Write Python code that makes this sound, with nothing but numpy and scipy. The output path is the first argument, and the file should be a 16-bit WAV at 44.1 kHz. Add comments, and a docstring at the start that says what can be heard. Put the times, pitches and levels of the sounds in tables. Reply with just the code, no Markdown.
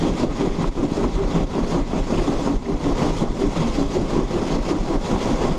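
"""Steam rushes and hollow frames roar over a rumble of wheels on rails: a steam locomotive at a steady
pace, heard close beside the driving wheels. Four beats come with each wheel turn: steam hisses at the
cylinders, gusts set the frames roaring and booming, then the stroke thumps the air.
Small parts rattle, slack rod bearings knock, and dry steel scrapes now and then."""
import sys
import numpy as np
from scipy import signal
from scipy.fft import rfft, irfft
from scipy.io import wavfile
from scipy.ndimage import uniform_filter1d

SR = 44100
rng = np.random.default_rng(int(sys.argv[2]) if len(sys.argv) > 2 else 0)


def materialize(psi):
    """Save the field psi as 16-bit PCM at rate SR to the path in sys.argv[1].

    A 1-D psi becomes a single channel; in a 2-D psi each row is a channel.
    """
    bounded = np.clip(np.atleast_2d(psi).T, -1, 1)
    quanta = np.round(bounded * 32767).astype(np.int16)
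    wavfile.write(sys.argv[1], SR, quanta)


N = 246078
TIME_S = np.arange(N) / SR
FREQ_HZ = np.fft.rfftfreq(N, 1 / SR)

# Table levels are relative within each layer.
# steam releases at the cylinders (time [s], rise [s], fade [s], level [dB], brightness [dB])
STEAM_RELEASES = [(0.035, 0.11, 0.11, -39, -1), (0.22, 0.081, 0.078, -37, 1),
                  (0.425, 0.1, 0.055, -39.5, -2.5), (0.64, 0.091, 0.13, -41, 0.5),
                  (0.8, 0.04, 0.046, -48, 1), (0.97, 0.067, 0.085, -40.5, 2), (1.151, 0.027, 0.015, -41, 0),
                  (1.341, 0.064, 0.074, -40, 0), (1.52, 0.053, 0.1, -44, -1.5),
                  (1.712, 0.051, 0.065, -38, 2), (1.97, 0.075, 0.06, -42.5, -0.5),
                  (2.149, 0.096, 0.12, -41, 3), (2.265, 0.06, 0.13, -40, 2.5), (2.445, 0.06, 0.057, -38, 2),
                  (2.654, 0.039, 0.098, -42.5, -1), (2.849, 0.061, 0.17, -40, 0.5),
                  (3.02, 0.061, 0.11, -36, 0.5), (3.2, 0.056, 0.039, -37, 3.5),
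                  (3.413, 0.05, 0.049, -38.5, 3), (3.575, 0.083, 0.21, -38.5, -0.5),
                  (3.762, 0.036, 0.074, -38, 1.5), (3.932, 0.03, 0.06, -37.5, 1.5),
                  (4.136, 0.092, 0.06, -39.5, 0), (4.345, 0.086, 0.093, -40, 0.5),
                  (4.49, 0.067, 0.12, -37, -1), (4.695, 0.061, 0.031, -36, 0.5),
                  (4.78, 0.033, 0.038, -50, 1), (4.91, 0.055, 0.059, -40, 1),
                  (5.085, 0.065, 0.078, -37.5, 2), (5.255, 0.084, 0.091, -35, 0.5),
                  (5.425, 0.089, 0.11, -38, 1)]
# exhaust beats, four per wheel turn (time [s], fade [s], roar level [dB], rasp level [dB])
EXHAUST_BEATS = [(0.044, 0.11, -19, -30.5), (0.245, 0.084, -17.5, -27.5), (0.418, 0.1, -21.5, -32),
                 (0.618, 0.11, -23.5, -32), (0.803, 0.1, -22.5, -33.5), (1.013, 0.076, -19, -28.5),
                 (1.197, 0.26, -28.5, -33), (1.369, 0.093, -20, -33), (1.562, 0.12, -22, -30),
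                 (1.756, 0.085, -22, -27.5), (1.947, 0.077, -20, -32.5), (2.14, 0.097, -19, -30.5),
                 (2.293, 0.18, -25, -30), (2.486, 0.088, -21.5, -31.5), (2.697, 0.087, -19.5, -31),
                 (2.868, 0.11, -20.5, -30), (3.022, 0.13, -19.5, -27.5), (3.246, 0.087, -21.5, -29),
                 (3.425, 0.077, -20.5, -31.5), (3.592, 0.13, -22.5, -28.5), (3.789, 0.084, -21.5, -33),
                 (3.968, 0.11, -20, -34), (4.15, 0.11, -20.5, -29.5), (4.372, 0.14, -20, -31),
                 (4.548, 0.062, -18.5, -29), (4.691, 0.11, -24, -29.5), (4.923, 0.076, -20.5, -28.5),
                 (5.107, 0.094, -21.5, -27.5), (5.278, 0.075, -20, -26.5), (5.429, 0.14, -21, -27)]
# spectra of the noise layers (frequency [Hz], level [dB])
HISS_SPECTRUM = [(700, -9), (1800, -2.5), (2030, 1), (2950, -2.5), (3370, 0.05), (3850, -3.5), (5200, -4.5),
                 (5900, -7), (6800, -5.5), (7900, -15), (8800, -17.5), (10000, -23), (12400, -29.5),
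                 (14000, -68)]
RASP_SPECTRUM = [(250, -18), (450, 7.5), (540, 6.5), (680, 3), (880, 2.5), (1030, 4.5), (1250, -1.5),
                 (1550, -10.5), (2400, -23.5), (5000, -69)]
ROAR_SPECTRUM = [(60, -2.5), (110, -0.5), (160, -1), (290, -3.5), (410, 3.5), (480, -6.5), (800, -16.5),
                 (2000, -93)]
RUMBLE_SPECTRUM = [(4, -12), (12, 8), (32, 9), (52, -4.5), (80, -2.5), (130, -5), (250, -3.5), (800, -70),
                   (2000, -80)]
# resonances of frames and wheels (frequency [Hz], width [Hz], level [dB])
FRAME_MODES = [(170.7, 39.4, 2.5), (235.4, 20.5, 3.5), (283, 42, 4.5), (343.4, 27, 1), (398.3, 8.9, 1),
               (516, 41, -7), (578, 46, -9.5), (752, 280, -12.5), (1030, 230, -22), (2106, 130, -25.5)]
# single frame resonances set booming by beats (time [s], pitch [Hz], swell [s], level [dB])
FRAME_BOOMS = [(0.042, 394.0, 0.036, -31), (0.086, 278.6, 0.05, -26), (0.235, 238.8, 0.02, -19),
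               (0.449, 388.0, 0.039, -18), (0.604, 167, 0.019, -24), (0.805, 335, 0.022, -21),
               (0.842, 286.4, 0.025, -15), (1.212, 388.0, 0.033, -17.5), (1.368, 173, 0.026, -23),
               (1.609, 239.7, 0.017, -23), (1.751, 167, 0.022, -18), (1.78, 278.6, 0.019, -16.5),
               (2.132, 232.0, 0.013, -24), (2.195, 159.5, 0.017, -22), (2.299, 279.5, 0.037, -20.5),
               (2.507, 286.6, 0.021, -15.5), (2.7, 394.3, 0.04, -22.5), (2.876, 171.6, 0.035, -26),
               (2.882, 281, 0.039, -25), (3.026, 154.8, 0.015, -18), (3.233, 287.2, 0.02, -18),
               (3.432, 389, 0.031, -21), (3.45, 286.0, 0.028, -17), (3.602, 159.4, 0.019, -16),
               (3.664, 232.0, 0.034, -21), (3.817, 280.0, 0.068, -21.5), (3.968, 365, 0.013, -18.5),
               (4.202, 388.0, 0.041, -20), (4.361, 351.5, 0.038, -20.5), (4.387, 269.5, 0.017, -17),
               (4.54, 165.5, 0.028, -25), (4.715, 340.0, 0.01, -13), (4.729, 279, 0.038, -23),
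               (4.764, 300.0, 0.0082, -18), (4.913, 328.0, 0.013, -18), (5.131, 237.6, 0.012, -19),
               (5.31, 285, 0.041, -29), (5.32, 231.5, 0.024, -18.5), (5.448, 388.0, 0.012, -15.5),
               (5.455, 275, 0.015, -28), (5.515, 172.5, 0.01, -14)]
# deep thumps, mostly at the end of a beat (time [s], pitch [Hz], level [dB])
STROKE_THUMPS = [(0.122, 31.8, -13.5), (0.298, 32, -19), (0.518, 30, -19), (0.692, 31, -12.5),
                 (1.065, 40.2, -16), (1.167, 36.5, -11.5), (1.266, 36, -13.5), (1.444, 35, -15),
                 (1.633, 33, -15), (1.82, 31, -12.5), (2.021, 32, -13.5), (2.204, 30, -12.5),
                 (2.374, 28, -16), (2.568, 36, -12.5), (2.751, 32, -16), (2.932, 33, -16),
                 (3.123, 30.2, -14), (3.307, 38, -15.5), (3.48, 33, -18), (3.699, 33, -14.5),
                 (3.768, 33, -18.5), (3.864, 34.8, -15), (4.04, 30, -24), (4.251, 33, -15),
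                 (4.555, 30, -16), (4.612, 36, -16.5), (4.811, 36, -15), (4.979, 29, -15),
                 (5.154, 32, -14.5), (5.349, 30, -16), (5.413, 32, -18), (5.529, 30, -20)]
# dips in the rush (time [s], depth [dB], recovery [s])
RUSH_LULLS = [(0.127, 2, 0.031), (0.257, 9, 0.052), (0.497, 2, 0.041), (0.703, 10, 0.06), (0.872, 2, 0.014),
              (1.455, 5, 0.062), (1.836, 4, 0.063), (2.578, 6.5, 0.19), (2.94, 3.5, 0.02),
              (3.248, 3.5, 0.12), (4.266, 4, 0.024), (4.582, 3, 0.04), (4.977, 2.5, 0.015)]
# rod and axle box knocks (time [s], blow pitch [Hz], blow level [dB], clank pitch [Hz], clank level [dB])
ROD_KNOCKS = [(0.163, 290, -14, 600, -32), (0.216, 240, -11.5, 900, -36), (0.232, 398, -15, 566, -18),
              (0.244, 312, -7.5, 560, -24), (0.476, 310, -10, 600, -40), (0.587, 230, -13, 1100, -32),
              (0.642, 402, -14, 1090, -21), (0.774, 333, -21, 1000, -29), (0.918, 232, -8, 600, -38),
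              (0.978, 314, -10, 600, -35), (1.004, 230, -9, 600, -34), (1.04, 284, -11, 1000, -28),
              (1.346, 200, -14, 603, -27), (1.408, 200, -8.5, 600, -41), (1.932, 300, -8, 600, -27),
              (2.123, 298, -9, 600, -24), (2.179, 330, -15, 900, -26), (2.278, 380, -26, 750, -21),
              (2.294, 258, -7.5, 600, -29), (2.473, 356, -9.5, 610, -18.5), (2.804, 300, -19, 680, -30),
              (3.018, 380, -16, 700, -26), (3.034, 200, -19, 600, -21), (3.209, 330, -17, 600, -28),
              (3.218, 254, -5.5, 600, -37), (3.236, 320, -5.5, 600, -38), (3.622, 300, -22, 750, -26),
              (3.784, 300, -13, 600, -23), (3.951, 330, -15, 605, -26.5), (3.967, 353, -10, 600, -38),
              (4.178, 258, -12, 750, -28), (4.215, 350, -22, 600, -34), (4.308, 294, -12.5, 580, -24),
              (4.522, 300, -22, 960, -24), (4.91, 328, -18, 604, -21), (5.16, 330, -15, 780, -20),
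              (5.274, 297, -14, 800, -29), (5.298, 280, -11, 600, -30), (5.406, 400, -23, 850, -22),
              (5.48, 304, -11.5, 600, -34)]
# steel scraping on steel (time [s], pitch [Hz], width [Hz], level [dB])
STEEL_SCRAPES = [(1.346, 3350, 400, -41), (2.143, 2670, 500, -38), (2.183, 2720, 500, -34.5),
                 (2.196, 2130, 900, -35), (2.28, 3460, 350, -40), (2.662, 1960, 400, -43)]


def gain_of(db):
    """Decibels to amplitude."""
    return 10 ** (np.asarray(db) / 20)


def unit_rms(x):
    """Scales to rms 1."""
    return x / np.sqrt(np.mean(x ** 2) + 1e-20)


def add(mix, at_s, sound):
    """Adds a sound to the mix in place."""
    part = mix[max(round(at_s * SR), 0):][:len(sound)]
    part += sound[:len(part)]


def colour(x, spectrum):
    """Filters by a spectrum interpolated over log frequency; rms 1."""
    hz, db = np.transpose(spectrum)
    curve_db = np.interp(np.log(FREQ_HZ + 1), np.log(hz), db)
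    return unit_rms(irfft(rfft(x) * gain_of(curve_db), N))


def wander(rate_hz):
    """Low-passed random motion; rms 1."""
    return unit_rms(irfft(rfft(rng.standard_normal(N)) / (1 + (FREQ_HZ / rate_hz) ** 4), N))


def swell(at_s, rise_s, fall_s, steepness=2):
    """Gaussian rise to 1 at at_s; a steeper fall holds longer, then drops harder."""
    t = TIME_S - at_s
    decay = np.where(t < 0, (t / rise_s) ** 2, abs(t / fall_s) ** steepness)
    return np.exp(-np.minimum(decay, 20))


def beat_envelope(times_s, rises_s, fades_s, levels_db, floor_db, steepness=2.3):
    """Each beat swells, holds and shuts off over a steady floor."""
    beats = np.broadcast(times_s, rises_s, fades_s, levels_db)
    power = sum((gain_of(db) * swell(at_s, rise_s, fade_s, steepness)) ** 2
                for at_s, rise_s, fade_s, db in beats)
    return np.sqrt(power + gain_of(floor_db) ** 2)


def turbulence(low_hz=7.0, high_hz=37.2):
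    """Shudder quicker than the beats, soft-limited to +/-2."""
    highpass = signal.butter(2, low_hz, "highpass", fs=SR, output="sos")
    shudder = unit_rms(signal.sosfilt(highpass, wander(high_hz)))
    return 2 * np.tanh(shudder / 2)


def clatter(rate_hz, spread_db):
    """Tiny impacts at random times, a few of them large."""
    size = gain_of(spread_db * np.minimum(rng.exponential(1, N), 4))
    sign = rng.choice([-1., 1.], N)
    hits = rng.random(N) < rate_hz / SR
    return unit_rms(size * sign * hits)


def swirl(x, depth_db=1.3, span_s=0.027, span_hz=500):
    """Swirling air: patches of the spectrum swell and fade."""
    size, hop = 512, 128
    spectra = signal.stft(x, nperseg=size, noverlap=size - hop)[2]
    patches = rng.standard_normal(spectra.shape)
    for _ in range(2):
        patches = uniform_filter1d(patches, round(span_hz * size / SR), axis=0)
        patches = uniform_filter1d(patches, round(span_s * SR / hop), axis=1)
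    spectra *= gain_of(depth_db * unit_rms(patches))
    return unit_rms(signal.istft(spectra, nperseg=size, noverlap=size - hop)[1][:N])


def plate_echoes(x, gain=0.073, spread_s=0.012):
    """Eight short reflections from nearby steel plates."""
    out = x.copy()
    for place, sign in zip(rng.random(8), rng.choice([-1., 1.], 8)):
        add(out, spread_s * (0.1001 + place), sign * gain * x)
    return unit_rms(out)


def steam_hiss(grit, shudder, shudder_db=1.09, spit=0.29, pivot_hz=4000):
    """Steam hisses and spits at the cylinders around each beat, now airy, now dull."""
    times_s, rises_s, fades_s, levels_db, brightness_db = np.transpose(STEAM_RELEASES)
    envelope = beat_envelope(times_s, rises_s, fades_s, levels_db, floor_db=-43)
    jet = plate_echoes(swirl(rng.standard_normal(N) + spit * grit))
    hiss = colour(jet * gain_of(shudder_db * shudder), HISS_SPECTRUM)
    lows = signal.sosfiltfilt(signal.butter(3, pivot_hz, fs=SR, output="sos"), hiss)
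    tilt = gain_of(np.interp(TIME_S, times_s, brightness_db) / 2)
    return envelope * (lows / tilt + (hiss - lows) * tilt)


def steam_rasp(envelope, grit, shudder, gain_db=-1.0, shudder_db=1.35, rattle=0.35):
    """Coarse, low rush of steam under the hiss."""
    jet = plate_echoes(rng.standard_normal(N) + rattle * grit)
    return gain_of(gain_db) * envelope * colour(jet * gain_of(shudder_db * shudder), RASP_SPECTRUM)


def frame_roar(envelope, shudder, ring_db=-5.5, broad_db=-8.0, shudder_db=1.13, rattle=0.6):
    """Gusts and rattling parts fill the hollow frames and drive their resonances."""
    drive = rng.standard_normal(N) + rattle * clatter(rate_hz=260, spread_db=3.4)
    drive *= gain_of(shudder_db * shudder)
    f = FREQ_HZ + 1
    power = sum(gain_of(db) ** 2 / (1 + ((f * f - hz * hz) / (f * width_hz)) ** 2) ** 1.66
                for hz, width_hz, db in FRAME_MODES)
    ring = unit_rms(irfft(rfft(drive) * np.sqrt(power), N))
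    broad = colour(drive, ROAR_SPECTRUM)
    return envelope * (gain_of(ring_db) * ring + gain_of(broad_db) * broad)


def wheel_rumble(roar_envelope, lull, level_db=-28.0):
    """Wheels roll on rails and air buffets past, heaving with the beats and sinking in the lulls."""
    heave = unit_rms(roar_envelope ** 0.23 * lull ** 0.58)
    return gain_of(level_db) * heave * colour(rng.standard_normal(N), RUMBLE_SPECTRUM)


def frame_booms(gain_db=-0.5, waver=0.011, waver_hz=29.6):
    """Single frame resonances swell and die, unsteady in pitch."""
    out, t = np.zeros(N), np.arange(-SR // 8, SR // 8) / SR
    bend = 1 + waver * wander(waver_hz)
    for at_s, hz, swell_s, db in FRAME_BOOMS:
        phase, place = rng.random(2)
        pitch_hz = hz * bend[int(place * (N - len(t))):][:len(t)]
        cycles = phase + np.cumsum(pitch_hz) / SR
        envelope = gain_of(db + gain_db) * np.exp(-(t / swell_s) ** 2)
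        add(out, at_s + t[0], envelope * np.sin(2 * np.pi * cycles))
    return out


def stroke_thumps(rise_s=0.027, fall_s=0.013, gain_db=-1.5, snap=0.36, snap_s=0.00075):
    """Each stroke pushes the air, sucks it back sharply and lets it swing out."""
    out, t = np.zeros(N), np.arange(-SR // 20, SR // 8) / SR
    envelope = np.exp(-np.where(t < 0, (t / rise_s) ** 2, t / fall_s))
    tip = snap / np.cosh(t / snap_s)  # sharp tip of the pressure drop
    for at_s, hz, db in STROKE_THUMPS:
        swing = envelope * np.cos(2 * np.pi * hz * t)
        add(out, at_s + t[0], -gain_of(db + gain_db) * (swing + tip))
    return out


def lull_gain(cut_s=0.013):
    """Now and then the rush drops away quickly and recovers more slowly."""
    dip_db = sum(depth_db * swell(at_s, cut_s, recovery_s, steepness=1.8)
                 for at_s, depth_db, recovery_s in RUSH_LULLS)
    return gain_of(-dip_db)


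def frame_ring(t, damping=0.6):
    """Struck frames ring, mode phases varying with the place struck; peak 1."""
    hz, width_hz, db = np.transpose(FRAME_MODES)[:, :, None]
    cycles = hz * t + rng.random(hz.shape)
    envelopes = gain_of(db) * width_hz * np.exp(-np.pi * width_hz * damping * t)
    ring = (envelopes * np.sin(2 * np.pi * cycles)).sum(0)
    return ring / abs(ring).max()


def rod_knocks(blow_gain_db=-3.0, ring_db=-8.0, contact_s=0.003, clank_s=0.0068, cutoff_hz=3200):
    """Slack rod bearings close with a dry blow; the frames ring and the metal clanks briefly."""
    out, t = np.zeros(N), np.arange(SR // 4) / SR
    metal = colour(rng.standard_normal(N), RASP_SPECTRUM)
    from_peak_s = t - contact_s
    attack = np.minimum(2 * t / contact_s, 1)
    fade = np.exp(-t / clank_s)
    fade_rms = np.sqrt(np.mean(fade ** 2))
    for at_s, blow_hz, blow_db, clank_hz, clank_db in ROD_KNOCKS:
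        thud = np.exp(-(from_peak_s / contact_s) ** 2) * np.sin(2 * np.pi * blow_hz * from_peak_s)
        blow = attack * (thud + gain_of(ring_db) * frame_ring(t))
        edges_hz = [clank_hz / 2 ** 0.25, clank_hz * 2 ** 0.25]
        band = signal.butter(1, edges_hz, "bandpass", fs=SR, output="sos")
        burst = metal[rng.integers(N - len(t)):][:len(t)]
        clank = fade_rms * unit_rms(signal.sosfilt(band, burst) * fade)
        add(out, at_s, gain_of(blow_db + blow_gain_db) * blow + gain_of(clank_db) * clank)
    return signal.sosfilt(signal.butter(3, cutoff_hz, fs=SR, output="sos"), out)


def steel_scrapes(rise_s=0.0097, fall_s=0.0072):
    """Dry steel catches for a moment: a narrow band of noise."""
    out, noise = np.zeros(N), rng.standard_normal(N)
    for at_s, hz, width_hz, db in STEEL_SCRAPES:
        band = signal.butter(2, [hz - width_hz / 2, hz + width_hz / 2], "bandpass", fs=SR, output="sos")
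        out += gain_of(db) * swell(at_s, rise_s, fall_s) * unit_rms(signal.sosfilt(band, noise))
    return out


def scene():
    """Mono mix; roar and steam share one shudder and the same lulls."""
    times_s, fades_s, roar_db, rasp_db = np.transpose(EXHAUST_BEATS)
    roar_rise_s, rasp_rise_s = 0.044, 0.087
    roar_envelope = beat_envelope(times_s, roar_rise_s, fades_s, roar_db, floor_db=-29.5)
    rasp_envelope = beat_envelope(times_s, rasp_rise_s, 0.95 * fades_s, rasp_db, floor_db=-39.5)
    shudder, lull = turbulence(), lull_gain()
    roar = frame_roar(roar_envelope, shudder)
    grit = clatter(rate_hz=400, spread_db=2.5)
    steam = steam_hiss(grit, shudder) + steam_rasp(rasp_envelope, grit, shudder)
    events = frame_booms() + stroke_thumps() + steel_scrapes() + rod_knocks()
    return ((steam + roar) * lull + events + wheel_rumble(roar_envelope, lull))[None]


def record(dry, low_hz=5, high_hz=13200):
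    """The microphone loses the slowest pressure swings and the top treble."""
    highpass = signal.butter(1, low_hz, "highpass", fs=SR, output="sos")
    lowpass = signal.firwin(301, high_hz, window=("kaiser", 9), fs=SR)
    return signal.oaconvolve(signal.sosfilt(highpass, dry), lowpass[None], "same")


dry = scene()
out = record(dry)
materialize(out)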